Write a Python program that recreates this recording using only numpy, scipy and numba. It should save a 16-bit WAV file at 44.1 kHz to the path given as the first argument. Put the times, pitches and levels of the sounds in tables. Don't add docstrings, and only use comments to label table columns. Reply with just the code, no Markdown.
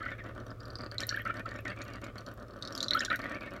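import sys
import numpy as np
from scipy import signal
from scipy.fft import rfft, irfft
from scipy.io import wavfile
from scipy.ndimage import uniform_filter1d
from numba import njit

SR = 44100
rng = np.random.default_rng(int(sys.argv[2]) if len(sys.argv) > 2 else 0)


def generate_wav(signal):
    frames = np.transpose(np.atleast_2d(signal))
    scaled = np.clip(frames, -1, 1) * 32767
    pcm = np.round(scaled).astype(np.int16)
    wavfile.write(sys.argv[1], SR, pcm)


N = 158760
TIME = np.arange(N) / SR
HALF_TURN_HZ = 35.85


# (frequency [Hz], gain [dB])
PLATE_BODY = [(90, -17), (170, -2.5), (360, 3), (480, -8.5), (590, 1.5), (690, -1), (790, -14.5),
              (1050, -9), (1160, 1), (1420, -2.5), (1750, -7.5), (2080, -31.5), (3500, -26), (15000, -74)]

def scrape(knocks, grit=0.52, trim_db=2.5):
    push = unit(knocks) + grit * rng.standard_normal(N)
    return undb(trim_db) * unit(colour(push, PLATE_BODY)) * bout_envelope("scrape")


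# (start [s], end [s], scrape level [dB], froth level [dB])
DRAG_BOUTS = [(0, 0.131, -49.5, -41), (0.181, 0.201, -53.5, -45.5), (0.237, 0.309, -49.5, -56),
              (0.35, 0.422, -48.5, -65), (0.46, 0.521, -50, -87), (0.602, 0.762, -52, -73),
              (0.789, 0.864, -47.5, -55), (0.914, 0.945, -50.5, -47.5), (0.989, 1.033, -46.5, -41.5),
              (1.082, 1.202, -52, -41.5), (1.253, 1.309, -47, -37), (1.338, 1.403, -48.5, -45),
              (1.458, 1.59, -49.5, -47.5), (1.65, 1.719, -46, -41.5), (1.764, 1.829, -50, -50),
              (1.852, 1.972, -49.5, -51.5), (2.016, 2.092, -48.5, -53.5), (2.155, 2.217, -51, -60.5),
              (2.262, 2.326, -49.5, -70), (2.376, 2.438, -50.5, -91), (2.484, 2.62, -54, -86),
              (2.628, 2.88, -49, -62), (2.905, 3.051, -47, -42.5), (3.099, 3.143, -45.5, -33),
              (3.189, 3.367, -45.5, -43), (3.408, 3.478, -49, -48), (3.51, 3.588, -48, -56)]

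def bout_envelope(layer, attack_s=0.0038, release_s=0.013):
    envelope = np.zeros(N)
    for start, end, scrape_db, froth_db in DRAG_BOUTS:
        gain = undb(scrape_db if layer == "scrape" else froth_db)
        attack = np.clip((TIME - start) / attack_s + .5, 0, 1)
        release = np.exp(-np.maximum(TIME - end, 0) / release_s)
        envelope = np.maximum(envelope, gain * attack * release)
    return envelope


def chatter(knocks_per_s=215, scatter_db=4.5):
    gap, force = rng.standard_normal((N // 100, 2)).T
    at = (np.cumsum(np.exp(.3 * gap)) * SR / knocks_per_s).astype(int)
    strength = undb(scatter_db * np.clip(force, -2, 2))
    return np.bincount(at[at < N], strength[at < N], N)


# (time [s], level [dB])
HARD_TAPS = [(1.004, -22), (1.026, -33.5), (1.091, -23.5), (1.369, -40), (1.817, -31.5), (2.041, -36),
             (2.182, -35), (2.264, -37), (2.624, -30.5), (2.651, -35), (2.675, -32.5), (2.724, -32.5),
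             (2.751, -25.5), (2.777, -26.5), (2.804, -29), (2.828, -20.5), (3.005, -23.5), (3.049, -21),
             (3.158, -33.5)]

def taps(ring_s=0.0029, rebound_s=0.0082, cushion_hz=4940.0):
    jolts = [(s - CHIRP_SWELL_S, db - 14) for s, _, db in TINY_BUBBLES]
    push = np.zeros(N)
    for s, db in list(HARD_TAPS) + jolts:
        add(push, s, undb(db - 4) * burst(ring_s / 2))
        add(push, s + rebound_s * (.5 + rng.random()), undb(db - 17) * burst(ring_s))
    return 2 * resonate(push, np.full(N, cushion_hz), 0.94)


# (time [s], gain [dB])
SKID_LEVEL = [(.3, -9.5), (.8, -4.5), (3.3, -5)]

def skids(gap_s=0.026, ring_s=0.0029):
    push = np.zeros(N)
    for start, end, scrape_db, _ in DRAG_BOUTS:
        db = scrape_db + curve(SKID_LEVEL, start)
        for k, size in enumerate(rng.standard_normal(10)):
            s, touch = start + (k + size / 10) * gap_s, burst(ring_s)
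            if s < end:
                add(push, s, 2 * undb(db + 2 * size) * touch)
    return push


# (frequency [Hz], level [dB])
GLASS_MODES = [(3190, -0.5), (3900, 0), (4400, 5), (5010, -2), (5530, -2), (6870, -4), (8080, -10),
               (11700, -11.5)]

def ticks(push, width=0.097, scatter_db=6):
    modes = 0
    for hz, db in GLASS_MODES:
        spot_db = scatter_db * np.tanh(drift(HALF_TURN_HZ))
        modes += ring(push * undb(db + spot_db), hz, width)
    return np.std(push) * unit(modes)


# (peak time [s], pitch [Hz], level [dB])
TINY_BUBBLES = [(0.506, 4900, -43), (.606, 4800, -41.5), (.655, 4670, -40.5), (.704, 4528, -37),
                (.756, 4750, -29), (.787, 4630, -36), (.809, 4620, -33.5), (0.836, 4550, -37.5),
                (0.863, 4500, -35.5), (.915, 4450, -31.5), (0.983, 4000, -20), (1.005, 5130, -29),
                (1.035, 3930, -26.5), (1.096, 4280, -23.5), (2.806, 3800, -21), (2.83, 4050, -20.5),
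                (2.844, 4500, -25.5), (2.884, 3910, -19.5), (2.909, 3890, -12.5), (2.935, 4110, -15.5),
                (2.994, 5230, -22.5), (3.103, 3800, -26)]
CHIRP_CYCLES, CHIRP_SWELL_S = 3.76, 0.00062

def chirps(trim_db=-1.5):
    out = np.zeros(N)
    for s, hz, db in TINY_BUBBLES:
        chirp = bubble(hz, CHIRP_CYCLES, CHIRP_SWELL_S, glide=0.06)
        add(out, s - 2 * CHIRP_SWELL_S, undb(db + trim_db) * chirp)
    return out


# (peak time [s], pitch [Hz], level [dB], swell [s])
BIG_BUBBLES = [(0.021, 1300, -31.5, .005), (.065, 1380, -29, .0027), (1.113, 1657, -28, .002),
               (1.126, 1354, -28.5, .002), (1.146, 1696, -25, .003), (1.176, 1647, -24, .004),
               (1.256, 1294, -29.5, .002), (1.273, 1358, -26.5, .006), (1.303, 1360, -24.5, .006),
               (1.462, 1335, -30.5, .006), (1.673, 1892, -34, .0073), (2.955, 1321, -18.5, .005),
               (2.971, 1436, -24, .003), (3.007, 1720, -22.5, .001), (3.032, 1510, -31, .002),
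               (3.085, 1528, -30.5, .003), (3.12, 1320, -23.5, .008), (3.144, 1603, -26, .007)]

def gulps(trim_db=-0.5):
    out = np.zeros(N)
    for s, hz, db, swell_s in BIG_BUBBLES:
        gulp = bubble(hz, decay_cycles=3.8, swell_s=swell_s, glide=0.066)
        add(out, s - 2 * swell_s, undb(db + trim_db) * gulp)
    return out


# (time [s], pitch [Hz])
FROTH_PITCH = [(0, 1403), (.3, 1767), (1.3, 1450), (1.7, 1674), (2.2, 2040), (3.1, 1442), (3.58, 1942)]
# (ratio to that pitch, level [dB])
CLOUD_MODES = [(1.001, 6.5), (1.218, 6), (1.449, 0), (1.95, -8)]

def froth(knocks, grit=0.58, wander=0.076, width=0.042, trim_db=-1):
    pitch, envelope = curve(FROTH_PITCH), bout_envelope("froth")
    push = (unit(knocks) + grit * rng.standard_normal(N)) * envelope
    cloud = 0
    for ratio, db in CLOUD_MODES:
        hz = ratio * pitch * np.exp(wander * drift(43.5))
        cloud += undb(db) * unit(ring(push, hz, width))
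    return undb(trim_db) * unit(cloud) * np.sqrt(np.mean(envelope ** 2))


# (time [s], level [dB])
DROPLETS = [(1.069, -32.5), (1.84, -50), (1.607, -50), (2.339, -48.5), (2.948, -37), (3.159, -38.5)]
# (start [s], end [s], whistle level [dB])
VORTEX_DIPS = [(1.085, 1.22, -42.5), (2.919, 3.083, -35)]

def spatter(knocks, whistles_per_s=71, whistle_hz=3530, spray_hz=13000):
    whistles = np.zeros(N)
    drops = undb(-40) * unit(knocks ** 2) * bout_envelope("froth")
    snap_s = 0.0013
    for s, db in DROPLETS:
        add(drops, s, undb(db) * burst(snap_s))
    for start, end, db in VORTEX_DIPS:
        chances = np.clip(rng.standard_normal((40, 4)), -2, 2)
        for k, (late, pitch, size, spray) in enumerate(chances):
            s, snap = start + (k + late / 2) / whistles_per_s, burst(snap_s)
            if s < end:
                hz = whistle_hz * np.exp(.22 * pitch)
                whistle = bubble(hz, CHIRP_CYCLES, swell_s=0.0012, glide=0.11)
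                add(whistles, s, undb(db + 2 * size) * whistle)
                add(drops, s, undb(-59 + 8 * spray) * snap)
    return whistles + 2 * ring(drops, spray_hz, width=6)


# (multiple of the half-turn rate, level [dB])
SHAFT_TONES = [(1, -65.5), (2, -64.5), (3, -54.5)]
# (frequency [Hz], level [dB])
MAINS_TONES = [(120, -60), (480, -78)]
# (time [s], gain [dB])
HUM_RIDE = [(1.7, 5), (2.5, -0.5)]

def motor_hum(half_turns, waver_db=1.1):
    tones = [(k * half_turns, db) for k, db in SHAFT_TONES] + [(hz * TIME, db) for hz, db in MAINS_TONES]
    hum = 0
    for cycles, db in tones:
        hum += undb(db + waver_db * drift(3.0)) * np.sin(2 * np.pi * (cycles + rng.random()))
    return np.sqrt(2) * hum * undb(curve(HUM_RIDE))


def reflections(x, echo_db=-9, echo_s=0.0064, tail_db=-16, tail_s=0.039):
    t = np.arange(SR // 3) / SR
    response = 0
    for db, decay_s in (echo_db, echo_s), (tail_db, tail_s):
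        echo = rng.standard_normal(len(t)) * np.exp(-t / decay_s) * (t > .002)
        response += undb(db) * echo / np.linalg.norm(echo)
    return x + signal.fftconvolve(x, response)[:N]


# (frequency [Hz], gain [dB])
ROOM_EQ = [(25, -43), (42, 0.5), (56, -0.5), (80, -4.5), (250, -10.5), (620, -9.5), (780, -26.5),
           (1030, -29), (1180, -10.5), (1600, -27.5), (2500, -33.5), (9000, -47.5)]

def room_tone(level_db=-52):
    return undb(level_db) * unit(colour(rng.standard_normal(N), ROOM_EQ))


def bubble(hz, decay_cycles, swell_s, glide):
    decay_s = decay_cycles / hz
    t = np.arange(int((2 * swell_s + np.log(1000) * decay_s) * SR)) / SR - 2 * swell_s
    envelope = np.where(t < 0, np.exp(-(t / swell_s) ** 2), np.exp(.5 - np.hypot(.5, t / decay_s)))
    pitch = hz * (1 + glide * np.tanh(t / (2 * decay_s)))
    return envelope * np.sin(2 * np.pi * np.cumsum(pitch) / SR)


def burst(decay_s):
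    t = np.arange(SR // 50) / SR
    return rng.standard_normal(len(t)) * np.exp(-(t / decay_s) ** 2)


@njit
def resonate(x, hz, width):
    y, band_state, low_state = np.empty(len(x)), 0., 0.
    for i in range(len(x)):
        g = np.tan(np.pi * hz[i] / SR)
        band = (band_state + g * (x[i] + 1e-18 - low_state)) / (1 + g * (g + width))
        band_state = 2 * band - band_state
        low_state += 2 * g * band
        y[i] = width * band
    return y


def ring(x, hz, width):
    hz = hz * np.ones(N)
    return resonate(resonate(x, hz, float(width)), hz, 0.29)


def colour(x, points):
    hz, db = np.array(points).T
    freqs = np.maximum(np.arange(N + 1) * SR / (2 * N), 1)
    gain = undb(np.interp(np.log(freqs), np.log(hz), db))
    cepstrum = irfft(np.log(gain))
    cepstrum[1:N] *= 2
    cepstrum[N + 1:] = 0
    return irfft(rfft(x, 2 * N) * np.exp(rfft(cepstrum)))[:N]


def drift(rate_hz):
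    span = int(SR / rate_hz)
    smoothed = uniform_filter1d(rng.standard_normal(N), span, mode="wrap")
    return unit(uniform_filter1d(smoothed, span, mode="wrap"))


def add(out, start_s, sound):
    i = int(start_s * SR)
    part = sound[max(-i, 0):max(N - i, 0)]
    out[max(i, 0):max(i, 0) + len(part)] += part


def curve(points, t=TIME):
    return np.interp(t, *np.array(points).T)


def undb(db):
    return 10 ** (np.asarray(db) / 20)


def unit(x):
    return x / np.sqrt(np.mean(x ** 2))


def scene():
    half_turns = np.cumsum(HALF_TURN_HZ * (1 + 0.0049 * drift(3.5))) / SR
    knocks = chatter()
    glass = scrape(knocks) + froth(knocks) + gulps() + chirps() + spatter(knocks)
    glass += ticks(taps() + skids())
    return (reflections(glass) + motor_hum(half_turns) + room_tone())[None]


def record(dry):
    return signal.sosfilt(signal.ellip(10, .2, 70, 16000, fs=SR, output="sos"), dry)


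dry = scene()
out = record(dry)
generate_wav(out)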